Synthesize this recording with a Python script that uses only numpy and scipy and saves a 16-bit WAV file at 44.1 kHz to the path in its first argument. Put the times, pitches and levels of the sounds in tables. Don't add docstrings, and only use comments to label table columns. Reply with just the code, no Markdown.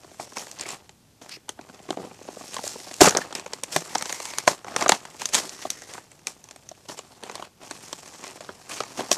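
import sys
import numpy as np
from scipy import signal
from scipy.fft import rfft, irfft, next_fast_len
from scipy.io import wavfile
from scipy.ndimage import uniform_filter1d

SR = 44100
rng = np.random.default_rng(int(sys.argv[2]) if len(sys.argv) > 2 else 0)


def unload_audio(sound):
    columns = np.transpose(np.atleast_2d(sound))
    steps = np.round(np.clip(columns, -1, 1) * 32767)
    wavfile.write(sys.argv[1], SR, steps.astype(np.int16))


N = 404397

# t/s, film tick level/dB, card pop level/dB
CREASES = [(0.045, -53, -38.5), (0.115, -53, -42), (0.1984, -36.5, -32.5), (0.322, -70, -34.5),
           (0.334, -37.5, -66), (0.369, -25, -28.5), (0.383, -25, -60), (0.469, -35.5, -39.5),
           (0.514, -26, -61), (0.5874, -31, -48), (0.596, -26, -45), (0.61, -18, -65),
           (0.635, -30.5, -39.5), (0.689, -21, -38), (0.705, -27, -35.5), (0.893, -37, -42),
           (1.2937, -29, -54), (1.483, -49, -39.5), (1.492, -20.5, -33.5), (1.5907, -57, -30.5),
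           (1.612, -42, -39.5), (1.6976, -57, -33.5), (1.8, -64, -38.5), (1.889, -42, -30),
           (1.9055, -25.5, -20), (1.9715, -45, -26.5), (2.112, -63, -28), (2.2132, -61, -37),
           (2.252, -63.5, -40.5), (2.278, -49, -43), (2.286, -50, -27), (2.329, -67, -36.5),
           (2.3692, -69, -32), (2.4105, -70, -32.5), (2.4386, -46, -36), (2.543, -18.5, -40),
           (2.5663, -26, -28.5), (2.5913, -59, -31.5), (2.639, -29, -41.5), (2.667, -39, -33),
           (2.677, -15, -53), (2.72, -47, -40.5), (2.7584, -66, -30.5), (2.801, -31.5, -39),
           (2.871, -56.5, -34.5), (2.9125, -30, -34), (2.9403, -23.5, -49), (3.007, -10.5, -9),
           (3.0166, -15.5, -1.5), (3.0238, -11.5, -14), (3.058, -11, -13), (3.067, -12, -18),
           (3.0742, -24.5, -6), (3.085, -10, -32), (3.093, -10, -39), (3.108, -16.5, -32.5),
           (3.079, -17.5, -18), (3.1232, -31.5, -26.5), (3.1494, -23, -16), (3.171, -7, -27),
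           (3.165, -40, -15), (3.186, -48, -19), (3.3259, -28.5, -33), (3.3514, -16, -28),
           (3.396, -29.5, -33), (3.4624, -33.5, -29.5), (3.534, -17.5, -28.5), (3.6355, -17.5, -31),
           (3.7628, -11.5, -12.5), (3.9506, -20, -30.5), (3.954, -17.5, -15), (3.9815, -18.5, -50),
           (4.0107, -25, -36), (4.0241, -20, -26), (4.0564, -23, -31.5), (4.095, -25, -28.5),
           (4.102, -27.5, -29.5), (4.126, -19, -29), (4.2015, -27, -28.5), (4.254, -20, -29),
           (4.3034, -26.5, -41), (4.3361, -29, -33), (4.3845, -12, -35), (4.477, -7.5, -6),
           (4.6454, -39, -31), (4.682, -36.5, -29), (4.763, -10.5, -16.5), (4.81, -19, -29.5),
           (4.815, -31, -21), (4.824, -16.5, -17), (4.861, -29, -11), (4.881, -16, -41.5),
           (4.893, -1.5, -7.5), (4.92, -7.5, -8), (5.0526, -29.5, -35), (5.218, -24, -25.5),
           (5.2561, -11, -71.5), (5.289, -22, -47.5), (5.3449, -7.5, -26), (5.3507, -6.5, -23),
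           (5.4932, -23, -64), (5.653, -48, -23.5), (5.7032, -12, -71), (5.8195, -30, -42),
           (5.9371, -28, -46), (5.98, -53, -28.5), (6.117, -37.5, -51), (6.2705, -17, -34.5),
           (6.4408, -35, -61), (6.488, -40, -44), (6.51, -30.5, -41), (6.561, -37.5, -44.5),
           (6.69, -30.5, -67), (6.7147, -43, -41.5), (6.889, -33, -37.5), (6.897, -42.5, -27.5),
           (6.99, -29, -31.5), (7.227, -43.5, -38), (7.2358, -31, -32.5), (7.2965, -33, -27.5),
           (7.314, -35.5, -44.5), (7.3541, -23, -29), (7.3963, -44.5, -31.5), (7.4241, -36, -30),
           (7.633, -37.5, -42.5), (7.7104, -23.5, -26.5), (7.9289, -22, -30), (8.0593, -36.5, -41),
           (8.24, -30.5, -34.5), (8.267, -34, -36.5), (8.278, -31.5, -41.5), (8.407, -36, -35),
           (8.446, -41, -38.5), (8.491, -50, -25), (8.504, -54, -38.5), (8.804, -20.5, -20),
           (8.8351, -30.5, -31.5), (8.99, -36.5, -26), (9.006, -28, -21.5), (9.033, -46, -32.5),
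           (9.1151, -6, -18), (9.128, -10.5, -40.5)]
# f/Hz, level/dB, t60/s
CARD_MODES = [(167, -6.5, 0.16), (267.6, 2.5, 0.029), (381.7, 1.5, 0.028), (520, 6, 0.011), (710, 8, 0.011),
              (850, 7, 0.011), (1080, 5, 0.013), (1197, 6, 0.0085), (1537, 5, 0.0072)]
# start t/s, hold t/s, film level/dB, blister level/dB,
# card level/dB, bent card f/Hz
PULLS = [(0.201, 0.017, -40, -64, -39.5, 764), (0.36, 0.06, -40, -49.5, -42.5, 814),
         (0.572, 0.088, -56, -46, -50.5, 600), (0.665, 0.066, -41.5, -43, -41.5, 770),
         (1.216, 0.041, -52.5, -54.5, -49, 466), (1.29, 0.051, -53, -49.5, -61, 750),
         (1.901, 0.021, -50.5, -53.5, -39, 540), (1.99, 0.059, -52.5, -56, -40, 384),
         (2.525, 0.052, -49.5, -45.5, -50, 1010), (2.634, 0.075, -38, -71.5, -53.5, 650),
         (3.013, 0.0044, -11, -19.5, -18, 620), (3.025, 0.049, -24, -30.5, -18.5, 980),
         (3.152, 0.018, -50.5, -56.5, -31.5, 666), (3.208, 0.0093, -42.5, -39, -35.5, 695),
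         (3.356, 0.016, -43, -40.5, -39.5, 650), (3.722, 0.055, -32, -41, -42.5, 533),
         (4.081, 0.053, -42, -49, -54, 890), (4.476, 0.0091, -25.5, -33.5, -25, 910),
         (4.668, 0.11, -49.5, -49, -41, 885), (4.78, 0.06, -37.5, -37.5, -31, 1020),
         (4.887, 0.065, -38.5, -39, -38, 710), (5.194, 0.044, -40.5, -44, -48.5, 784),
         (5.335, 0.024, -23.5, -28, -35.5, 1010), (5.371, 0.037, -32.5, -38.5, -36.5, 796),
         (5.402, 0.048, -44.5, -53, -41.5, 350), (5.617, 0.013, -41.5, -43, -47, 564),
         (5.895, 0.075, -48, -51, -46, 880), (6.271, 0.0058, -37.5, -50.5, -42.5, 950),
         (6.887, 0.03, -41, -51.5, -42, 634), (6.973, 0.013, -48, -51, -48.5, 660),
         (7.235, 0.21, -53, -50.5, -47, 760), (7.606, 0.027, -59, -54, -48.5, 660),
         (7.828, 0.025, -47, -53, -70, 670), (8.242, 0.023, -47.5, -43.5, -47, 1000),
         (8.695, 0.09, -39, -42.5, -42.5, 1040), (8.976, 0.028, -40.5, -41.5, -32.5, 480),
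         (9.115, 0.011, -26.5, -46.5, -47, 660)]


def pack():
    # f/Hz, level/dB, t60/s
    film_modes = [(4660, 2, 0.002), (5565, 2.5, 0.0042), (6390, 8, 0.0022), (7330, 6.5, 0.0023),
                  (8270, 2.5, 0.0021), (9760, -7.5, 0.0029), (10300, -13.5, 0.0046)]
    # f/Hz, level/dB, t60/s
    blister_modes = [(1900, 4, 0.0035), (2570, 4, 0.0039), (3186, 5.5, 0.0026), (4410, 3, 0.0027)]
    # t/s, film crinkle level/dB, card rustle level/dB, bent card f/Hz
    grip = [(0.0, -59, -58, 520), (0.5, -49.5, -53.5, 635), (0.8, -66, -54, 585), (1.1, -80, -103, 520),
            (1.45, -76.5, -68, 600), (1.7, -57.5, -52.5, 490), (2.16, -56.5, -54, 520),
            (2.5, -44, -51.5, 575), (2.98, -45, -52.5, 590), (3.28, -53.5, -45.5, 680),
            (3.62, -55.5, -52, 630), (3.85, -45.5, -44.5, 700), (4.25, -39.5, -53.5, 860),
            (4.45, -46.5, -47.5, 850), (4.63, -60.5, -56, 900), (5.15, -52, -51, 796),
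            (5.5, -45, -49.5, 574), (5.9, -50.5, -55, 650), (6.07, -61, -62, 606), (6.24, -62.5, -60, 603),
            (6.64, -62, -62.5, 615), (7.18, -59, -55, 692), (7.551, -82, -74, 598), (7.65, -49.5, -50, 660),
            (8.01, -49, -53, 694), (8.301, -49.5, -47, 660), (8.57, -55.5, -55.5, 710),
            (9.17, -43.5, -41.5, 700)]
    blister_like_film, blister_below_db = 0.23, 4.5

    t = np.arange(N) / SR
    grip_s, *columns = np.transpose(grip)
    film_db, card_db, card_hz = [np.interp(t, grip_s, column) for column in columns]
    blister_db = card_db + blister_like_film * (film_db - card_db) - blister_below_db

    _, _, film_tug_db, blister_tug_db, card_tug_db, _ = np.transpose(PULLS)
    film_db, _ = tugged(t, film_db, film_tug_db)
    blister_db, _ = tugged(t, blister_db, blister_tug_db)
    card_db, card_hz = tugged(t, card_db, card_tug_db, card_hz)

    _, tick_db, pop_db = np.transpose(CREASES)
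    crack_db = 0.5 * tick_db + 0.46 * pop_db
    pops = snaps(CARD_MODES, pop_db, length_ms=3.0, follow=0.022, spread_db=3.0, centre_hz=card_hz)
    cracks = snaps(blister_modes, crack_db, length_ms=3.54, follow=0.056, spread_db=3.5)
    ticks = snaps(film_modes, tick_db, length_ms=1.66, follow=0.084, spread_db=3.0)

    clumps = drift(57.0)
    crinkle = rustle(film_modes, settling(film_db, tick_db - 24.0, t60=0.14), clumps,
                     per_s=1400, uneven_db=2.0, rub_db=-5, clump_db=1.6)
    crackle = rustle(blister_modes, settling(blister_db, crack_db - 32.0, t60=0.017), clumps,
                     per_s=820, uneven_db=3.0, rub_db=-7, clump_db=3.5)
    scuff = rustle(CARD_MODES, settling(card_db, pop_db - 14.5, t60=0.078), clumps,
                   per_s=300, uneven_db=4.0, rub_db=-4, clump_db=3.0, centre_hz=card_hz)
    creased = pops + cracks + ticks
    rustling = crinkle + crackle + scuff
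    return creased + rustling + creaks(card_hz) + slides(t, clumps) + pings()


def snaps(modes, snap_db, length_ms, follow, spread_db, centre_hz=None):
    snap_s = np.array(CREASES)[:, 0]
    lag = np.arange(-130, 900)
    chance = rng.standard_normal((len(snap_s), len(lag)))
    lead_in = .25 * np.exp(np.minimum(lag, 0) / 40)
    fade = np.exp(-lag / (length_ms * SR / 1000))
    run = follow * chance ** 3 * np.where(lag < 0, lead_in, fade)
    run[:, lag == 0] = 1
    run_size = np.sqrt(np.sum(run ** 2, axis=1, keepdims=True))

    balance = from_db(spread_db * rng.standard_normal((len(snap_s), len(modes))))
    strength = rms_one(balance, axis=1) * from_db(snap_db)[:, None] / run_size

    at = (np.round(snap_s * SR).astype(int)[:, None] + lag).ravel()
    out = 0
    for k, (hz, level_db, t60) in enumerate(modes):
        clicks = np.bincount(at, (run * strength[:, [k]]).ravel(), N + len(lag))[:N]
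        sign = (-1) ** k
        out = out + sign * from_db(level_db) * ring(clicks * favoured(hz, centre_hz), hz, t60)
    return out


def rustle(modes, level_db, clumps, per_s, uneven_db, rub_db, clump_db, centre_hz=None):
    shift_db, shift_hz = 2.5, 9.0
    sizes = from_db(uneven_db * np.minimum(rng.exponential(1, N), 3)) * rng.choice([-1, 1], N)
    rate = per_s * from_db(.6 * np.maximum(level_db + 45.0, -9.0))
    happens = rng.random(N) < rate / SR
    grains = rms_one(sizes * happens / np.sqrt(rate))
    out = 0
    for hz, mode_db, t60 in modes:
        moved = np.repeat(rng.random(N // 16 + 1) < .5, 16)[:N]
        force = grains * moved + from_db(rub_db) * rng.standard_normal(N)
        force = force * from_db(shift_db * drift(shift_hz))
        force = force * from_db(clump_db * clumps) * favoured(hz, centre_hz)
        out = out + from_db(mode_db) * ring(force, hz, t60)
    evened = out / np.sqrt(uniform_filter1d(out ** 2, size=3500) + 1e-12)
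    return from_db(level_db) * evened


def settling(level_db, peak_db, t60):
    power = np.zeros(N)
    power[np.round(np.array(CREASES)[:, 0] * SR).astype(int)] = from_db(2 * peak_db)
    decay = np.exp(-2 * np.log(1000) / (t60 * SR))
    power = signal.lfilter([1], [1, -decay], power + 1e-18)
    return 10 * np.log10(from_db(2 * level_db) + power)


def tugged(t, steady_db, tug_db, steady_hz=0):
    rise_db_per_s, fall_db_per_s = 2399.5, 323.5
    power = from_db(2 * steady_db)
    pitch = power * steady_hz
    for (start, hold, *_, hz), level_db in zip(PULLS, tug_db):
        near = slice(max(int((start - .1) * SR), 0), int((start + hold + .4) * SR))
        early = np.maximum(start - t[near], 0)
        late = np.maximum(t[near] - start - hold, 0)
        tug = from_db(2 * (level_db - rise_db_per_s * early - fall_db_per_s * late))
        power[near] += tug
        pitch[near] += tug * hz
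    return 10 * np.log10(power), pitch / power


def favoured(hz, centre_hz):
    return 1 if centre_hz is None else from_db(-5.0 * np.log2(hz / centre_hz) ** 2)


def creaks(centre_hz):
    # start t/s, end t/s, slips per s, jolt level/dB
    drags = [(1.974, 2.075, 93, -35)]
    jolts = np.zeros(N)
    for start, end, per_s, level_db in drags:
        slip_s = np.arange(start, end, 1 / per_s)
        chance = rng.standard_normal((40, 2))[:len(slip_s)]
        at = ((slip_s + .0008 * chance[:, 0]) * SR).astype(int)
        jolts[at] = from_db(level_db + 2.7 * chance[:, 1])
    out = 0
    for k, (hz, level_db, t60) in enumerate(CARD_MODES):
        sign = (-1) ** k
        out = out + sign * from_db(level_db) * ring(jolts * favoured(hz, centre_hz), hz, t60)
    return out


def slides(t, clumps):
    # start t/s, end t/s, from f/Hz, to f/Hz, level/dB
    strokes = [(0.58, 0.664, 4850, 4700, -50), (0.61, 0.669, 2680, 2065, -49),
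               (1.314, 1.369, 2730, 2410, -46), (1.308, 1.368, 4550, 5260, -42.5),
               (3.861, 4.451, 2007, 2222, -49), (3.862, 4.399, 903, 970, -49),
               (5.447, 6.048, 1893, 1880, -56)]
    width, fade = 0.14, 0.09
    out = 0
    for start, end, from_hz, to_hz, level_db in strokes:
        on = np.clip(np.minimum(t - start, end - t) / (fade * (end - start)), 0, 1)
        phase = 2 * np.pi * np.cumsum(np.interp(t, [start, end], [from_hz, to_hz])) / SR
        r = np.exp(-np.pi * width * from_hz / SR)
        a, b = signal.lfilter([1], [1, -r], rng.standard_normal((2, N)) * from_db(2.5 * clumps))
        out = out + from_db(level_db) * on * rms_one(a * np.cos(phase) + b * np.sin(phase))
    return out


def pings():
    # t/s, f/Hz, level/dB
    notes = [(0.657, 2250, -30), (1.371, 396, -39), (2.640, 590, -24.5), (3.217, 1760, -25),
             (3.306, 537, -39)]
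    out = 0
    for s, hz, level_db in notes:
        click = from_db(level_db) * (np.arange(N) == int(s * SR))
        out = out + ring(click, hz, t60=.03)
    return out


def room(x):
    t60_s, level_db, wall_cut_hz = 0.15, -28, 12000
    size = next_fast_len(N + SR)
    w = 2 * np.pi * np.arange(size // 2 + 1) / size
    dull = 1 / (1 + 1j * w * SR / (2 * np.pi * wall_cut_hz))
    walls = 0
    for k, lag in enumerate(np.geomspace(290, 1150, 14).astype(int)):
        once = np.exp(-np.log(1000) * lag / SR / t60_s - 1j * w * lag) * dull
        walls = walls + (-1) ** k * once / (1 - once)
    return from_db(level_db) * irfft(rfft(x, size) * walls, size)[:N]


def hum():
    # f/Hz, level/dB per Hz
    spectrum = [(30, -18), (60, -7), (110, 0.5), (250, -6.5), (430, -11), (1800, -22), (6300, -21),
                (11000, -26.5), (15000, -30)]
    spectrum_hz, spectrum_db = np.transpose(spectrum)
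    hz = np.maximum(np.arange(N // 2 + 1) * SR / N, 10)
    shape = from_db(np.interp(np.log(hz), np.log(spectrum_hz), spectrum_db))
    noise = irfft(rfft(rng.standard_normal(N)) * shape, N)
    return from_db(-58.5) * rms_one(noise)


def ring(clicks, hz, t60):
    r = np.exp(-np.log(1000) / (t60 * SR))
    w = 2 * np.pi * hz / SR
    return signal.lfilter([0, np.sin(w)], [1, -2 * r * np.cos(w), r * r], clicks + 1e-18)


def drift(corner_hz):
    r = np.exp(-80 * np.pi * corner_hz / SR)
    noise = rng.standard_normal(N // 40 + 2002)
    slow = signal.lfilter([1], [1, -2 * r, r * r], noise)[2000:]
    return np.interp(np.arange(N) / 40, np.arange(len(slow)), rms_one(slow))


def from_db(db):
    return 10 ** (np.asarray(db) / 20)


def rms_one(x, axis=None):
    return x / np.sqrt(np.mean(x ** 2, axis=axis, keepdims=True) + 1e-20)


def scene():
    low_cut = signal.butter(2, 148, "high", fs=SR, output="sos")
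    near = signal.sosfilt(low_cut, pack())
    return np.tile(near + room(near) + hum(), (2, 1))


def record(dry):
    clipped = np.clip(dry, -1, 1)
    top_cut = signal.cheby2(12, 70, 15600, fs=SR, output="sos")
    return signal.sosfilt(top_cut, clipped)


dry = scene()
out = record(dry)
unload_audio(out)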